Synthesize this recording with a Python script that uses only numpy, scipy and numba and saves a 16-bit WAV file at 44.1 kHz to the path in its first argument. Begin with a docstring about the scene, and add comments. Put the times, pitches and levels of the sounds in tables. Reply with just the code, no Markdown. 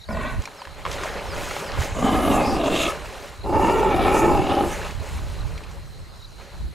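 """Insects, still air and a low rumble of wind and chest last throughout, with churning water faint at first.
Bird chips and a short hoarse grunt open; slaps, wind pops and falling bird slides follow up to two seconds.
An animal struggling in a pool then gives two long roars: irregular puffs of air through a long throat.
Churning, drips and chips carry on after them. Water is filtered noise with bubble rings, birds are gliding
sines, the rumble is low noise, and the banks answer the struggle with a short, faint, diffuse echo."""
import sys
import numpy as np
from scipy import signal
from scipy.fft import rfft, irfft, next_fast_len
from scipy.io import wavfile
from scipy.ndimage import uniform_filter1d, map_coordinates
from numba import njit

SR = 44100
rng = np.random.default_rng(int(sys.argv[2]) if len(sys.argv) > 2 else 0)


def wrap_up_sound(samples):
    """Save the sound to the file named by the first command line argument, as 16-bit audio."""
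    columns = np.atleast_2d(samples).T
    # keep every value between -1 and 1, then stretch to whole-number steps
    tamed = np.clip(columns, -1, 1)
    steps = np.round(tamed * 32767).astype(np.int16)
    wavfile.write(sys.argv[1], SR, steps)


N = 297234


def amp(db):
    """Decibel law: the amplitude gain of a level in dB."""
    return 10 ** (np.asarray(db) / 20)


def unit(x):
    """Power normalisation: x at rms 1."""
    return x / np.sqrt(np.mean(x ** 2) + 1e-20)


def curves(rows):
    """Linear interpolation: one value per sample for each column after the time."""
    time_s, *columns = np.transpose(rows)
    return [np.interp(np.arange(N) / SR, time_s, column) for column in columns]


def wobble(rate):
    """Random modulation: a smooth curve through normal draws, rate knots a second."""
    knots = rng.standard_normal(int(N * rate / SR) + 4)
    return map_coordinates(knots, [np.arange(N) * rate / SR])


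def swell(s, half):
    """Raised-cosine envelope: a bump of height 1 at s, down to half height at s - half and s + half."""
    return np.cos(np.pi / 2 * np.clip((np.arange(N) / SR - s) / half / 2, -1, 1)) ** 2


def filtered(x, response):
    """Linear filtering: the spectrum of x times a complex response of frequency."""
    m = next_fast_len(N + SR // 2)
    return irfft(rfft(x, m) * response(np.fft.rfftfreq(m, 1 / SR)), m)[..., :N]


def coloured(x, points):
    """Spectral shaping: x through (Hz, dB) points joined on a log frequency axis, at rms 1."""
    f, db = np.transpose(points)
    return unit(filtered(x, lambda hz: amp(np.interp(np.log(hz + 1), np.log(f + 1), db))))


def through(x, modes):
    """Modal superposition: fixed (Hz, width Hz, dB) resonances of alternating sign, at rms 1."""
    def response(f):
        total = 0
        for k, (centre, width, db) in enumerate(modes):
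            damping = 1j * f * width
            total = total + (-1) ** k * amp(db) * damping / (centre * centre - f * f + damping)
        return total
    return unit(filtered(x, response))


@njit
def spin(x, step):
    """Damped oscillation: a decaying phasor driven by x; step is its turn and decay per sample."""
    out, y = np.zeros(len(x)), 0j
    for i in range(len(x)):
        y = y * step[i] + x[i]
        out[i] = y.imag
    return out


def moving(x, hz, width_hz):
    """Time-varying resonance: x through a resonator whose frequency follows a curve, at rms 1."""
    return unit(spin(x, np.exp((2j * hz - width_hz) * np.pi / SR)))


def patchy(channels, patchy_db):
    """Random modulation: noise with patches of gain in time and frequency, alike in all channels."""
    z = signal.stft(rng.standard_normal((channels, N)), nperseg=512)[2]
    field = uniform_filter1d(rng.standard_normal(z.shape[1:]), 6, axis=0)
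    field = uniform_filter1d(field, 8, axis=1)
    return signal.istft(z * amp(patchy_db * unit(field)), nperseg=512)[1][:, :N]


def spread(pair, side_db):
    """Partial coherence: left and right from a middle and an unrelated side."""
    side = amp(side_db) * pair[1]
    return np.array([pair[0] + side, pair[0] - side])


# spectrum of the still air: frequency_hz, relative_density_db (per Hz)
AIR_SPECTRUM = [(180, -40), (300, 0.5), (1330, -3), (3400, -11.5), (4080, -8), (5310, -10.5),
                (13200, -19.5), (14600, -28), (15600, -65)]
AIR_DB, INSECT_DB = -53.5, -57.5  # middle level; the insects pulse about theirs


def meadow():
    """Narrow-band noise under random modulation: a pulsing insect band over the still air."""
    band = through(rng.standard_normal((2, N)), [(4140, 510, 0)])
    band = through(band, [(4070, 530, 0)])
    pulsing = amp(INSECT_DB + 2.2 * wobble(30) + 0.7 * wobble(10))
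    insects = pulsing * spread(band, side_db=-0.5)
    air = coloured(patchy(channels=2, patchy_db=3.0), AIR_SPECTRUM)
    return insects + amp(AIR_DB) * spread(air, side_db=-2.5)


# level of the low rumble, wind and the chest of the roars together: time_s, rumble_db
RUMBLE_LEVEL = [(0.0, -48), (0.05, -54), (0.09, -32.5), (0.36, -28.5), (0.39, -20.5), (0.45, -47.5),
                (0.66, -60), (0.67, -40.5), (1.37, -34), (1.67, -46), (1.8, -21.5), (1.84, -34.5),
                (2.19, -27), (3.34, -43.5), (3.47, -30.5), (4.41, -25), (4.43, -34.5), (5.56, -28),
                (5.61, -36), (6.49, -44), (6.65, -25), (6.74, -42)]
# spectrum of the rumble: frequency_hz, relative_density_db (per Hz)
RUMBLE_SPECTRUM = [(12, -40), (20, -4.5), (60, 0.5), (150, -11.5), (275, -25.5), (348, -26), (400, -50),
                   (520, -51), (880, -120)]


def rumble():
    """Partly coherent low noise: wind and chest as one lumpy rumble, stronger on the right."""
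    lumps = amp(1.5 * wobble(16) + 1.5 * np.array([wobble(12), wobble(12)]))
    pair = spread(coloured(rng.standard_normal((2, N)), RUMBLE_SPECTRUM), side_db=-1.5)
    return amp(curves(RUMBLE_LEVEL)[0]) * unit(lumps * pair) * amp([[-1.8], [1.8]])


def grains(count, hz, spread, cycles, scatter_db):
    """Bubble resonance: damped rings at random moments, pitch rising as they close, at rms 1."""
    draw, t = rng.random((count, 2)), np.arange(400) / SR
    pitch = hz * np.exp(spread * rng.standard_normal((count, 1)))
    size = amp(-scatter_db * np.log(draw[:, 1:]))
    turns = pitch * t * (1 + .1 * pitch * t / cycles)
    ring = size * np.sin(2 * np.pi * turns) * np.exp(-pitch * t / cycles)
    at = (draw[:, :1] * N).astype(int) + np.arange(len(t))
    return unit(np.bincount(at.ravel(), ring.ravel())[:N])


# effort of the struggle: time_s, slosh_db
CHURN_LEVEL = [(0.07, -65), (0.42, -42), (0.76, -46.5), (0.8, -39), (0.846, -43.5), (0.866, -33.5),
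               (1.03, -30.5), (1.23, -34), (1.83, -31), (1.93, -37.5), (2.95, -34), (3.03, -37.5),
               (3.24, -40), (3.4, -49), (4.8, -32), (4.87, -32.5), (4.936, -42.5), (5.1, -39.5), (5.7, -45),
               (5.85, -53), (6.35, -58.5), (6.4, -45.5), (6.55, -48), (6.67, -56.5)]
# spectrum of the slosh: frequency_hz, relative_density_db (per Hz)
SLOSH_SPECTRUM = [(88, -16), (150, -3), (251, -10), (561, 2.5), (689, -7), (818, -4.5), (1460, -9.5),
                  (2530, -11), (9000, -34.5), (11700, -34), (19800, -120)]
# spectrum of the spray: frequency_hz, relative_density_db (per Hz)
SPRAY_SPECTRUM = [(1760, -3.5), (3000, -5), (5890, -12), (6490, -7.5), (8430, -13.5), (11800, -17.5),
                  (15600, -26)]
# thrown water raining back: centre_s, half_length_s (to half height), peak_db (before the flicker)
RAINING_SHEETS = [(0.437, 0.026, -52), (0.926, 0.031, -44), (1.058, .03, -44), (1.475, 0.14, -39.5),
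                  (1.83, 0.038, -38), (3.22, 0.12, -52), (4.844, 0.037, -55), (5.12, 0.29, -53.5)]
SPRAY_DB, SPRAY_GROWS = -51.5, 0.56  # level at mean slosh dB; dB gained per dB of slosh


def water():
    """Turbulence and bubble resonance: patchy slosh with bubbles, and spray with crackle."""
    slosh_db, = curves(CHURN_LEVEL)
    falling = amp(SPRAY_DB + SPRAY_GROWS * (slosh_db - slosh_db.mean()))
    falling = falling + sum(amp(db) * swell(s, half) for s, half, db in RAINING_SHEETS)
    lumps = wobble(18)
    slosh = coloured(patchy(channels=1, patchy_db=2.5)[0], SLOSH_SPECTRUM)
    bubbles = grains(count=3000, hz=1100, spread=.6, cycles=4, scatter_db=1.8)
    spray = coloured(patchy(channels=1, patchy_db=2.0)[0], SPRAY_SPECTRUM)
    crackle = grains(count=5000, hz=5760, spread=0.345, cycles=1.8, scatter_db=1.5)
    churning = amp(slosh_db + 0.5 * lumps) * unit(slosh + .8 * bubbles)
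    return churning + falling * amp(1.3 * wobble(25)) * unit(spray + 0.45 * crackle)


def whistle(s, length, from_hz, to_hz, db, bend):
    """Frequency modulation: one falling sine under a smooth swell; bend warps its course in time."""
    u = np.clip((np.arange(N) / SR - s) / length, 0, 1) ** bend
    cycles = np.cumsum(from_hz + (to_hz - from_hz) * u) / SR
    return amp(db) * np.sin(np.pi * u) * np.sin(2 * np.pi * cycles)


# three-chip phrases, levels before panning: last_chip_s, last_peak_db, last_middle_hz
CHIP_PHRASES = [(0.0345, -40.5, 3890), (0.0792, -47, 4530), (0.299, -41.5, 4080), (3.4341, -41, 4110),
                (5.407, -40.5, 4040), (6.2447, -39.5, 3980)]
# falling whistles, levels before panning: start_s, length_s, peak_db
FALLING_SLIDES = [(0.078, 0.083, -48), (.545, 0.087, -46.5), (1.245, 0.11, -41), (1.602, .12, -44)]
SLIDE_FROM_HZ, SLIDE_TO_HZ = 5700, 4000
CHIP_GAP_S, CHIP_CLIMB_HZ, CHIP_SWELL_DB = .0225, 70, 2.5  # each phrase climbs and swells


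def birds():
    """Tonal glides panned by level: quick falling chips to the left, long slides to the right."""
    chips = slides = 0
    for s, db, hz in CHIP_PHRASES:
        for k in range(3):  # counted back from the last chip
            middle_hz = hz - k * CHIP_CLIMB_HZ
            chips = chips + whistle(s - k * CHIP_GAP_S - .003, 0.0186, middle_hz * 1.07, middle_hz * .93,
                                    db - k * k * CHIP_SWELL_DB, bend=0.89)
    for s, length, db in FALLING_SLIDES:
        slides = slides + whistle(s, length, SLIDE_FROM_HZ, SLIDE_TO_HZ, db, bend=1.8)
    return slides * amp([[-1.5], [1.5]]) + chips * amp([[1.5], [-1.5]])


def banks(x):
    """Diffuse reflection: x convolved with a short decaying noise tail, different on each side."""
    t = np.arange(SR // 4) / SR
    tail = rng.standard_normal((2, len(t))) * amp(-60 * t / 0.024)  # falls 60 dB in 24 ms
    delayed = np.pad(x, (200, 0))  # samples
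    return signal.fftconvolve(delayed[None], tail / np.linalg.norm(tail[0]), axes=1)[:, :N]


def bursts(tables):
    """Gated envelopes: curves of several calls, down to -100 dB in between."""
    rows = []
    for call in tables:
        first, last = call[0], call[-1]
        rows += [[first[0] - .004, -100, *first[2:]], *call, [last[0] + .03, -100, *last[2:]]]
    return curves(rows)


# one list per call: time_s, effort_db, mouth_opening_db, lowest_resonance_hz, second_resonance_hz
ROAR_CALLS = [
    [(0.088, -29.5, 1, 198, 645), (0.165, -32, 1.5, 205, 617), (0.2, -35.5, 4, 225, 620),
     (0.25, -39.5, 7.5, 251, 630), (0.314, -43, 9, 250, 665), (0.4, -46, 4.5, 219, 670)],
    [(1.95, -35, 1, 197, 620), (1.99, -23.5, -2.5, 210, 665), (2.07, -22.5, 0.5, 270, 747),
     (2.2, -21, 1.5, 308, 733), (2.3, -21, -1.5, 288, 690), (2.46, -25.5, 0, 293, 825),
     (2.54, -23, -8.5, 307, 792), (2.62, -26, -7, 312, 680), (2.72, -22.5, -6, 304, 656),
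     (2.82, -24.5, 3, 324, 653), (2.88, -30.5, 6.5, 340, 640), (2.92, -45, 11.5, 364, 635)],
    [(3.44, -33.5, -6, 413, 820), (3.52, -25, -8.5, 325, 850), (3.66, -19.5, -0.5, 343, 915),
     (3.78, -20, 0.5, 420, 910), (3.87, -22.5, -0.5, 392, 905), (3.94, -24.5, 2, 343, 755),
     (4.09, -23, 2.5, 362, 796), (4.18, -19.5, 2, 388, 895), (4.24, -22, 0.5, 345, 878),
     (4.31, -20.5, -6, 333, 828), (4.54, -23, -1, 322, 781), (4.65, -25.5, -8, 337, 825),
     (4.75, -37.5, 9.5, 313, 850)],
]
# one row per call: resonance_spacing_hz, then against the lowest resonance, mouth half open:
# second_db, third_db, upper_throat_db, rasp_db
THROAT_SHAPES = [(417, -1.6, -6.5, -9, -22.5), (456, -3.4, -7, -15.5, -16.5),
                 (475, -0.86, -10.5, -13.5, -19.5)]
# lips draw back, the rasp swells: centre_s, half_length_s (before rounding), gain_db, mouth_hz,
# wide_mouth_ring_db (against the narrow one)
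LIP_SNARLS = [(0.265, 0.085, 13, 2600, -3), (2.107, 0.04, 2, 3030, -1.5), (2.295, 0.043, 6, 2880, -3),
              (2.43, 0.045, 2, 2500, -4), (2.62, 0.056, 11.5, 2780, 1), (2.8, 0.053, 16.5, 2670, 2.5),
              (3.715, 0.091, 2, 2790, -4.5), (3.896, .05, 1, 2500, 2), (4.046, 0.044, 4.5, 2500, 3),
              (4.175, 0.039, 6, 2510, -10), (4.417, .06, 7.5, 2750, -2.5), (4.554, 0.069, 8.5, 2930, 0)]
# wide resonances of the mouth: frequency_hz, width_hz, level_db
MOUTH_RING = [(2290, 750, -0.5), (3346, 440, 3.5), (3740, 510, 2)]
PUFFS_PER_S = 66  # median of a wandering rate
THIRD_GROWS, UPPER_GROWS, RASP_GROWS = 1.05, 1.4, 0.9  # dB gained per dB of mouth opening
SNARL_ROUND = 0.44  # exponent; under 1: quick edges, flat top


def roars():
    """Source and filter: uneven puffs gate turbulent air; throat and mouth resonances colour it."""
    effort_db, opening, first, second = bursts(ROAR_CALLS)
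    shapes = []
    for call, throat in zip(ROAR_CALLS, THROAT_SHAPES):
        shapes += [(call[0][0], *throat), (call[-1][0], *throat)]
    spacing, second_db, third_db, upper_db, rasp_db = curves(shapes)
    third_db = third_db + THIRD_GROWS * opening
    upper_db = upper_db + UPPER_GROWS * opening
    snarl_db = sum(gain_db * swell(s, half) ** SNARL_ROUND for s, half, gain_db, *_ in LIP_SNARLS)
    rasp_db = rasp_db + RASP_GROWS * opening + snarl_db
    mouth_hz, wide_db = curves([(s, *shape) for s, half, gain_db, *shape in LIP_SNARLS])
    third = first + 2 * spacing
    first, second, third = [hz * (1 + .01 * wobble(25)) for hz in (first, second, third)]  # walls tremble

    puff_count = np.floor(np.cumsum(PUFFS_PER_S * np.exp(.5 * wobble(50))) / SR)
    starts = np.diff(puff_count, prepend=0) * amp(1.6 * rng.standard_normal(N))
    t = np.arange(900) / SR
    puffs = unit(signal.fftconvolve(starts, t * t * np.exp(-t / 0.0016))[:N])
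    flutter = amp(1.7 * wobble(11))  # loose folds make the effort waver

    def air(steady):
        """Turbulent noise on a steady flow plus the puffs."""
        return unit((steady + puffs) * flutter * rng.standard_normal(N))

    source = air(2.35) + 0.23 * unit(starts * flutter)

    def sharp(hz, width_hz):
        """Cascaded resonance: a wide second stage keeps the valleys dark."""
        return moving(moving(source, hz, width_hz), hz, 530)

    low = sharp(first, 60) - amp(second_db) * sharp(second, 45) + amp(third_db) * sharp(third, 75)
    # side pockets of the throat
    pockets = through(air(0.96), [(195, 270, -8.0), (549, 153, 0.5), (1090, 320, -7)])
    pockets = amp(-4.0) * through(pockets, [(680, 1700, 0)])
    gap = (third - first) / 2  # a long tube rings at even spacing
    upper = sharp(third + gap, 70)
    upper = upper - amp(-2) * sharp(third + 2 * gap, 80)
    upper = unit(upper + amp(-5) * sharp(third + 3 * gap, 100))
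    wide_ring = through(through(air(1.03), MOUTH_RING), [(3260, 2400, 0)])
    rasp = unit(sharp(mouth_hz, 180) + amp(wide_db) * wide_ring)
    return amp(effort_db) * (low + pockets + amp(upper_db) * upper + amp(rasp_db) * rasp)


# whistling gaps between the teeth: gap_hz, width_hz, leak_db (against the effort)
TOOTH_GAPS = [(4900, 740, -30.5), (6900, 1840, -29.5), (10400, 2800, -30.5)]
# breath forced through one gap: centre_s, half_length_s (to half height), gap_hz, peak_db (before flicker)
HISS_PUFFS = [(0.28, 0.11, 6900, -57), (0.28, .1, 10400, -61), (2.666, .02, 6900, -43),
              (2.02, 0.16, 6900, -47.5), (2.276, 0.16, 10400, -45), (2.346, 0.034, 6900, -43.5),
              (2.493, 0.063, 4900, -41.5), (2.466, 0.13, 6900, -51), (2.83, 0.093, 4900, -49),
              (2.812, 0.09, 6900, -36.5), (2.823, 0.1, 10400, -46.5), (3.69, .07, 6900, -52),
              (3.76, 0.027, 10400, -62), (4.06, .08, 4900, -53), (4.12, .14, 10400, -49),
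              (4.194, 0.08, 6900, -43.5), (4.47, 0.058, 4900, -54.5), (4.725, 0.064, 6900, -43),
              (4.68, 0.074, 10400, -47.5)]


def hiss():
    """Turbulent jet noise past the teeth: a steady leak with the effort, and puffs through single gaps."""
    effort, out = amp(bursts(ROAR_CALLS)[0]), 0
    for hz, width, leak_db in TOOTH_GAPS:
        jet = through(patchy(channels=1, patchy_db=3.0)[0], [(hz, width, 0)])
        jet = through(jet, [(hz, 2 * width, 0)])
        puffs = sum(amp(db) * swell(s, half) for s, half, gap_hz, db in HISS_PUFFS if gap_hz == hz)
        out = out + jet * (amp(leak_db) * effort + puffs)
    return out * amp(1.66 * wobble(45))


# single gusts popping the microphone ports, levels before panning: start_s, level_db, pitch_hz
GUST_POPS = [(0.386, -18, 75.5), (1.281, -29, 70), (1.782, -18, 81), (1.795, -24, 70), (1.807, -17.5, 88.5),
             (1.918, -18.5, 70)]


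def thumps():
    """Pressure pulses: each pop is a cycle and a half of low tone, stronger on the right."""
    pops = 0
    for s, db, hz in GUST_POPS:
        cycles = np.clip((np.arange(N) / SR - s) * hz, 0, 1.5)
        pops = pops + amp(db) * np.sin(2 * np.pi * cycles) * np.sin(np.pi * cycles / 1.5)
    return pops * amp([[-1.5], [1.5]])


# slaps and drips: start_s, level_db (of the puff, before its envelope), starting_pocket_hz,
# crack_db (against level)
WATER_SLAPS = [(.42, -48, 1000, 10), (.439, -38, 1030, -4), (.455, -31.5, 2280, -5),
               (0.475, -33.5, 886, -20), (0.618, -31, 920, -20), (.652, -36, 1600, -24),
               (.672, -37, 930, -25), (0.852, -22.5, 1060, -28), (0.863, -24.5, 1030, -26),
               (.914, -35.5, 885, 9), (0.928, -41, 1090, 12), (.94, -41, 796, 7),
               (1.035, -26.5, 1000, -2.5), (1.51, -27.5, 1240, -6), (1.565, -25, 770, -16),
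               (1.82, -31, 1840, -6), (3.058, -39.5, 2480, -14), (4.909, -40, 2520, 4),
               (5.578, -41, 2180, -3), (5.637, -42, 2400, -13), (5.712, -47, 990, 5)]
SLAP_T60_S = 0.025


def slaps():
    """Cavity resonance on impact: an air pocket rings once inside a dying puff, with a short bright crack."""
    out, t = np.zeros(N + SR), np.arange(SR // 8) / SR
    bright = signal.butter(3, [2500, 7500], "band", fs=SR)
    smack = 1 + 1.2 * np.exp(-t / 0.00067)  # the first contact is hardest
    onset = 1 - np.exp(-t / 0.00039)
    for s, db, hz, crack_db in WATER_SLAPS:
        noise = rng.standard_normal((2, len(t)))
        around = signal.butter(2, [hz * .6, hz * 2.4], "band", fs=SR)
        puff = unit(signal.lfilter(*around, noise[0]))
        pocket = 2.25 * np.sin(2 * np.pi * hz * t * (1 + 8 * t))  # pitch rises
        crack = amp(crack_db) * unit(signal.lfilter(*bright, noise[1]))
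        envelope = amp(db - 60 * t / SLAP_T60_S) * onset
        out[round(s * SR):][:len(t)] += envelope * (pocket + smack * puff + crack)
    return out[:N]


def scene():
    """Superposition: the struggle in the middle, its echo, and the place around it."""
    fight = roars() + hiss() + water() + slaps()
    return fight + amp(-14) * banks(fight) + birds() + meadow() + rumble() + thumps()


# tone of the left-right difference: frequency_hz, gain_db
SIDE_COLOUR = [(60, -1), (140, 4.5), (300, -2), (3000, -0.5), (6500, -16), (10500, 3), (13000, -7)]
TOP_HZ = 15700  # band limit


def record(dry):
    """Middle-side filtering: the left-right difference has its own tone; nothing passes the band limit."""
    f, db = np.transpose(SIDE_COLOUR)
    middle, side = (dry[0] + dry[1]) / 2, (dry[0] - dry[1]) / 2
    side = filtered(side, lambda hz: amp(np.interp(np.log(hz + 1), np.log(f), db)))
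    return filtered(middle + np.array([side, -side]), lambda hz: hz < TOP_HZ)


dry = scene()
out = record(dry)
wrap_up_sound(out)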